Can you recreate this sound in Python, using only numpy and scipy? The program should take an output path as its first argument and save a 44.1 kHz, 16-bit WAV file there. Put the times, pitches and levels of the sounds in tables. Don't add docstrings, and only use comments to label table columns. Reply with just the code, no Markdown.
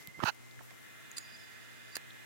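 import sys
import numpy as np
from scipy import signal
from scipy.fft import rfft, irfft
from scipy.io import wavfile

SR = 44100
rng = np.random.default_rng(int(sys.argv[2]) if len(sys.argv) > 2 else 0)


def transcribe(u):
    v = np.clip(np.atleast_2d(u).T, -1, 1)
    q = np.round(v * 32767).astype(np.int16)
    wavfile.write(sys.argv[1], SR, q)


N = 99225
T = np.arange(N) / SR
FREQS = np.maximum(np.fft.rfftfreq(N, 1 / SR), 1)
ARM_PAN_DB = -3.5


def amp(db):
    return 10 ** (np.asarray(db) / 20)


def unit(x):
    return x / np.sqrt(np.mean(x ** 2))


def noise():
    return rng.standard_normal(N)


def curve(rows, column=1):
    rows = np.array(rows)
    return amp(np.interp(T, rows[:, 0], rows[:, column]))


def colour(points):
    hz, db = np.array(points).T
    return amp(np.interp(np.log(FREQS), np.log(hz), db))


def band(hz, width_hz):
    return 1 / (1 + ((FREQS ** 2 - hz ** 2) / (FREQS * width_hz)) ** 2)


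def shape(x, gain):
    cepstrum = irfft(np.log(unit(gain) + 1e-5), N)
    cepstrum[1:] *= 2
    cepstrum[N // 2 + 1:] = 0
    return irfft(rfft(x) * np.exp(rfft(cepstrum)), N)


def wander(rate_hz):
    return unit(irfft(rfft(noise()) / (1 + (FREQS / rate_hz) ** 2), N))


def burst(peak_s, rise_s, decay_s):
    age = T - peak_s
    return np.sign(noise()) * np.exp(-np.maximum(-age / rise_s, age / decay_s))


def pan(x, db):
    return x * amp([[db / 2], [-db / 2]])


# peak time in seconds, level in dB, rise and decay in seconds, ring and crack gain in dB.
ARM_BLOWS = [(1.169, -42.5, 0.0021, 0.013, 3, -23), (1.182, -34.5, 0.00053, 0.0026, 4.5, -7.5),
             (1.187, -42.5, 0.00068, 0.0018, -6, -6), (1.956, -32.5, 0.0019, 0.0024, -0.5, -6.5),
             (1.9673, -29.5, 0.00026, 0.0017, -14, 1), (1.97, -45.5, 0.00059, 0.0058, -19, 2)]
# mode of arm and stop in Hz, t60 in seconds, relative level in dB.
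ARM_MODES = [(1146, 0.081, -11), (1360, 0.071, -25), (2670, 0.023, -9.5), (4200, 0.0072, -7),
             (4790, 0.016, -1), (6790, 0.015, -4), (7650, 0.035, -6), (8600, .012, -10), (9100, 0.018, -7),
             (9930, 0.023, -6.5), (10300, .025, -13), (13400, .015, -19), (15200, .012, -15)]
# frequency in Hz, relative density in dB.
CRACK_SPECTRUM = [(60, -30), (150, -19), (330, -3), (700, -7.5), (1100, -4), (2100, 4.5), (3200, -8),
                  (4400, -0.5), (6000, -12), (9500, -5), (11500, -12), (15500, -9.5)]


def arm_clacks():
    mode_power = sum(amp(2 * db) * t60 * band(hz, np.log(1000) / np.pi / t60) for hz, t60, db in ARM_MODES)
    ports = []
    for _ in range(2):
        ring = crack = 0
        for peak_s, db, rise_s, decay_s, ring_db, crack_db in ARM_BLOWS:
            hard_contact = 2.6 * (np.arange(N) == int(peak_s * SR))
            push = amp(db) * (burst(peak_s, rise_s, decay_s) + hard_contact)
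            ring += amp(ring_db) * push
            crack += amp(crack_db) * push
        ports.append(shape(ring, np.sqrt(mode_power)) + shape(crack, colour(CRACK_SPECTRUM)))
    return pan(np.array(ports), ARM_PAN_DB)


# start in seconds, length in seconds, pitch in Hz, level in dB.
ARM_SQUEALS = [(1.201, 0.027, 6800, -59.5), (1.215, 0.065, 6790, -68.5), (1.237, .075, 4850, -60),
               (1.297, .009, 4910, -55), (1.322, 0.035, 4860, -60), (1.337, 0.026, 4850, -53),
               (1.384, 0.04, 5150, -62), (1.435, 0.013, 4830, -58), (1.925, 0.0087, 4700, -53),
               (1.932, 0.022, 4900, -60)]


def arm_squeal(edge_s=0.0062, jitter=0.0113, flutter_db=2):
    whistles = 0
    for start_s, length_s, hz, db in ARM_SQUEALS:
        gate = np.clip(np.minimum(T - start_s, start_s + length_s - T) / edge_s + .5, 0, 1)
        phase = 2 * np.pi * np.cumsum(hz * (1 + jitter * wander(218))) / SR
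        whistles += gate * amp(db + flutter_db * wander(130)) * np.sin(phase)
    return pan(whistles, ARM_PAN_DB)


# time in seconds, level in dB.
RUSTLE_LEVELS = [(1.15, -95), (1.2, -63), (1.4, -64.5), (1.5, -67), (1.8, -70.5), (1.94, -64), (1.98, -95)]
# centre in Hz, width in Hz, relative level in dB.
RUSTLE_RESONANCES = [(4850, 520, 0), (6800, 270, -2.5), (10170, 300, -8)]


def arm_rustle():
    resonances = sum(amp(db) * band(hz, width) for hz, width, db in RUSTLE_RESONANCES)
    rustle = np.array([shape(noise(), resonances) for _ in range(2)])
    return pan(curve(RUSTLE_LEVELS) * rustle, ARM_PAN_DB)


# multiple of the spindle rate, level in dB.
HUM_HARMONICS = [(1, -55.5), (2, -69.5), (3, -69.5)]
# time in seconds, hum gain in dB, room air gain in dB, as the hand moves.
HAND_SHADING = [(0, -11, 2.5), (.15, -5, -1), (.4, -1.5, 0.5), (.6, 2, 1), (.8, -6.5, 0.5), (1.2, -7, 1),
                (2.25, -2.5, 1)]


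def spindle_hum(spindle_hz=119, drift=0.0119, flutter_db=2):
    angle = 2 * np.pi * np.cumsum(spindle_hz * (1 + drift * wander(6.9))) / SR
    harmonics = sum(amp(db + flutter_db * wander(23)) * np.sin(k * angle) for k, db in HUM_HARMONICS)
    hum = np.sqrt(2) * curve(HAND_SHADING) * harmonics
    return np.array([hum, -.85 * hum])


# time in seconds, left and right level in dB.
WHINE_LEVELS = [(0, -59, -56), (.04, -72, -57), (.08, -68, -50.5), (.115, -68, -53.5), (.137, -96, -110),
                (.144, -56, -48), (.187, -58, -52), (.21, -67, -71), (.31, -60, -63), (.335, -67, -76),
                (.355, -58, -67), (.415, -68, -80), (.44, -61, -69), (.59, -59, -70), (.64, -78, -86),
                (.69, -61, -73), (1.05, -62, -67), (2.25, -62, -63.5)]


def motor_whine(pitch_hz=2075.7, drift=.0035, flutter_db=1.1, lag_rad=0.83):
    phase = 2 * np.pi * np.cumsum(pitch_hz * (1 + drift * wander(23.5))) / SR
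    left = curve(WHINE_LEVELS, 1) * np.sin(phase)
    right = curve(WHINE_LEVELS, 2) * np.sin(phase - lag_rad)
    return np.sqrt(2) * np.array([left, right]) * amp(flutter_db * wander(60))


# centre in Hz, width in Hz, left and right level in dB.
CASE_RESONANCES = [(656.6, 32, -76, -103), (1138, 26, -81, -90), (1374, 134, -68, -69),
                   (1570, 83, -89, -65), (1729, 115, -64, -62), (1900, 103, -68.5, -61.5),
                   (2473, 180, -80, -63.5), (2824, 660, -74.5, -66.5), (2880, 22, -83, -73),
                   (3510, 126, -84, -66.5), (3844, 660, -73.5, -70)]
# time in seconds, left and right gain in dB.
PORT_OPENING = [(0, -11, -7), (.35, -10, -21), (.6, -4.5, -19), (.85, 4, -2.5), (1.2, 2.5, 3),
                (1.6, 1.5, 2), (2.25, 3, 1)]


def case_whirr():
    left = sum(amp(db) * shape(noise(), band(hz, width)) for hz, width, db, _ in CASE_RESONANCES)
    right = sum(amp(db) * shape(noise(), band(hz, width)) for hz, width, _, db in CASE_RESONANCES)
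    return np.array([left * curve(PORT_OPENING, 1), right * curve(PORT_OPENING, 2)])


# peak time in seconds, level in dB, rise and decay in seconds, low-pass corner in Hz.
PORT_BUMPS = [(0.081, -48.5, 0.0031, 0.004, 250), (.182, -45.5, 0.0092, 0.0065, 300),
              (0.1943, -31.5, 0.0022, 0.0017, 650), (.232, -30, 0.0056, 0.0035, 1900),
              (0.2359, -16.5, 0.00068, 0.0028, 1140), (.239, -20.5, 0.0012, 0.0014, 2450),
              (0.24, -31.5, .003, 0.0026, 250)]
# frequency in Hz, relative density in dB.
BUMP_SPECTRUM = [(30, -34), (70, -7.5), (130, 1.5), (300, -3.5), (700, -2), (1400, -1.5), (2200, -4),
                 (4500, -3.5), (7000, -10.5), (15000, -9)]


def port_bumps():
    bumps = 0
    for peak_s, db, rise_s, decay_s, corner_hz in PORT_BUMPS:
        dulled = colour(BUMP_SPECTRUM) / (1 + (FREQS / corner_hz) ** 2)
        bumps += amp(db) * shape(burst(peak_s, rise_s, decay_s), dulled)
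    return bumps


# peak time in seconds, level in dB, decay in seconds.
SKIN_CATCHES = [(0.2019, -28, 0.0027), (0.207, -39, 0.024)]
# time in seconds, level in dB.
RUB_LEVELS = [(.24, -64), (.251, -38.5), (.257, -28), (.266, -28), (.272, -25), (.281, -24.5),
              (.289, -21.5), (.297, -27), (.302, -33.5), (.307, -47), (.32, -80)]
# centre in Hz, width in Hz, relative level in dB.
GAP_RESONANCES = [(900, 280, -3), (1433, 390, -0.5), (2646, 400, -7.5), (2960, 300, -13), (4280, 840, -8),
                  (6100, 1050, -16)]
# frequency in Hz, relative density in dB.
SKIN_SPECTRUM = [(100, -5), (500, 1.5), (1500, 4), (4000, -19), (8000, -19), (15000, -14.5)]


def skin_rub(grain_db=0.5, skin_db=-11):
    catches = sum(amp(db) * burst(peak_s, 0.00036, decay_s) for peak_s, db, decay_s in SKIN_CATCHES)
    sliding = (T > RUB_LEVELS[0][0]) & (T < RUB_LEVELS[-1][0])
    friction = noise() * amp(-grain_db * wander(470)) * curve(RUB_LEVELS) * sliding
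    gap_power = sum((amp(db) * unit(band(hz, width))) ** 2 for hz, width, db in GAP_RESONANCES)
    skin_power = (amp(skin_db) * unit(colour(SKIN_SPECTRUM))) ** 2
    return shape(catches, band(hz=1220, width_hz=690)) + shape(friction, np.sqrt(gap_power + skin_power))


# time in seconds, level in dB.
BRUSH_LEVELS = [(0, -56), (.03, -55), (.06, -78), (.21, -62), (.24, -53), (.255, -45), (.268, -54),
                (.3, -62), (.33, -76)]
# frequency in Hz, relative density in dB.
BRUSH_SPECTRUM = [(100, 0), (1000, -10), (2500, -14.5), (6000, -6), (9000, -18.5), (12000, -7),
                  (15500, -24)]


def port_brush(grain_db=2.4):
    friction = noise() * amp(grain_db * wander(900))
    return curve(BRUSH_LEVELS) * shape(friction, colour(BRUSH_SPECTRUM))


# start in seconds, level in dB, decay in seconds.
GRIP_KNOCKS = [(0.0798, -45, 0.0051), (0.1916, -39, 0.0033), (0.2346, -34.5, 0.0053)]


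def grip_knocks(body_hz=159):
    knocks = 0
    for start_s, db, decay_s in GRIP_KNOCKS:
        age = np.maximum(T - start_s, 0)
        knocks -= amp(db) * np.sin(2 * np.pi * body_hz * age) * np.exp(-age / decay_s)
    return pan(knocks, db=-10)


def handling(leak_db=-27, leak_hz=500, low_cut_hz=96):
    right = port_bumps() + skin_rub()
    leak = signal.sosfilt(signal.butter(1, leak_hz, fs=SR, output="sos"), right)
    left = port_brush() - amp(leak_db) * leak
    ports = np.array([left, right]) + grip_knocks()
    return signal.sosfilt(signal.butter(2, low_cut_hz, "high", fs=SR, output="sos"), ports)


# peak time in seconds, level in dB, decay in seconds, centre and width in Hz, pan in dB.
GRIP_TICKS = [(.0738, -41, 0.00048, 3060, 1600, 13), (0.0735, -35, 0.00026, 11000, 13100, 13),
              (.249, -42, .0006, 8000, 11000, 8), (.347, -59.5, 0.0024, 10600, 6000, 15),
              (.511, -54.5, 0.0021, 3700, 900, -8), (.591, -51, 0.0033, 1550, 576, -19.5),
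              (.606, -51, 0.005, 880, 594, -16), (0.7071, -54.5, 0.0033, 1900, 1960, -23),
              (.713, -56, .005, 840, 600, -11), (1.1154, -46.5, 0.0012, 6880, 900, 13),
              (1.1148, -47, 0.00081, 8460, 14000, -4), (2.105, -49.5, 0.0045, 3580, 900, -1)]


def grip_ticks(rise_s=.0002):
    return sum(pan(amp(db) * shape(burst(peak_s, rise_s, decay_s), band(hz, width)), pan_db)
               for peak_s, db, decay_s, hz, width, pan_db in GRIP_TICKS)


# time in seconds, level in dB.
HISS_LEVELS = [(.6, -81), (.635, -60), (.7, -68), (.86, -65), (.92, -68), (1.02, -66), (1.15, -71)]


def high_hiss(grain_db=2):
    treble = band(hz=12000, width_hz=14000)
    ports = [shape(noise() * amp(grain_db * wander(300)), treble) for _ in range(2)]
    return curve(HISS_LEVELS) * np.array(ports)


# frequency in Hz, relative density in dB.
AIR_SPECTRUM = [(25, -37), (50, -18), (90, -0.5), (170, 1), (280, 2.5), (600, -3.5), (1000, -5.5),
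                (2000, -3), (4500, -14), (7000, -11.5), (10000, -16.5), (15500, -19)]


def room_air(level_db=-57, opposed_below_hz=864):
    opposed = 0.73 / (1 + (FREQS / opposed_below_hz) ** 4)
    spectrum = unit(colour(AIR_SPECTRUM))
    mid = irfft(rfft(noise()) * spectrum * np.sqrt((1 - opposed) / 2), N)
    side = irfft(rfft(noise()) * spectrum * np.sqrt((1 + opposed) / 2), N)
    return amp(level_db) * curve(HAND_SHADING, 2) * np.array([mid + side, mid - side])


def scene():
    arm = arm_clacks() + arm_squeal() + arm_rustle()
    spin = spindle_hum() + motor_whine() + case_whirr()
    return arm + spin + handling() + grip_ticks() + high_hiss() + room_air()


def record(dry, top_hz=16000):
    return signal.sosfilt(signal.ellip(10, .2, 70, top_hz, fs=SR, output="sos"), dry)


dry = scene()
out = record(dry)
transcribe(out)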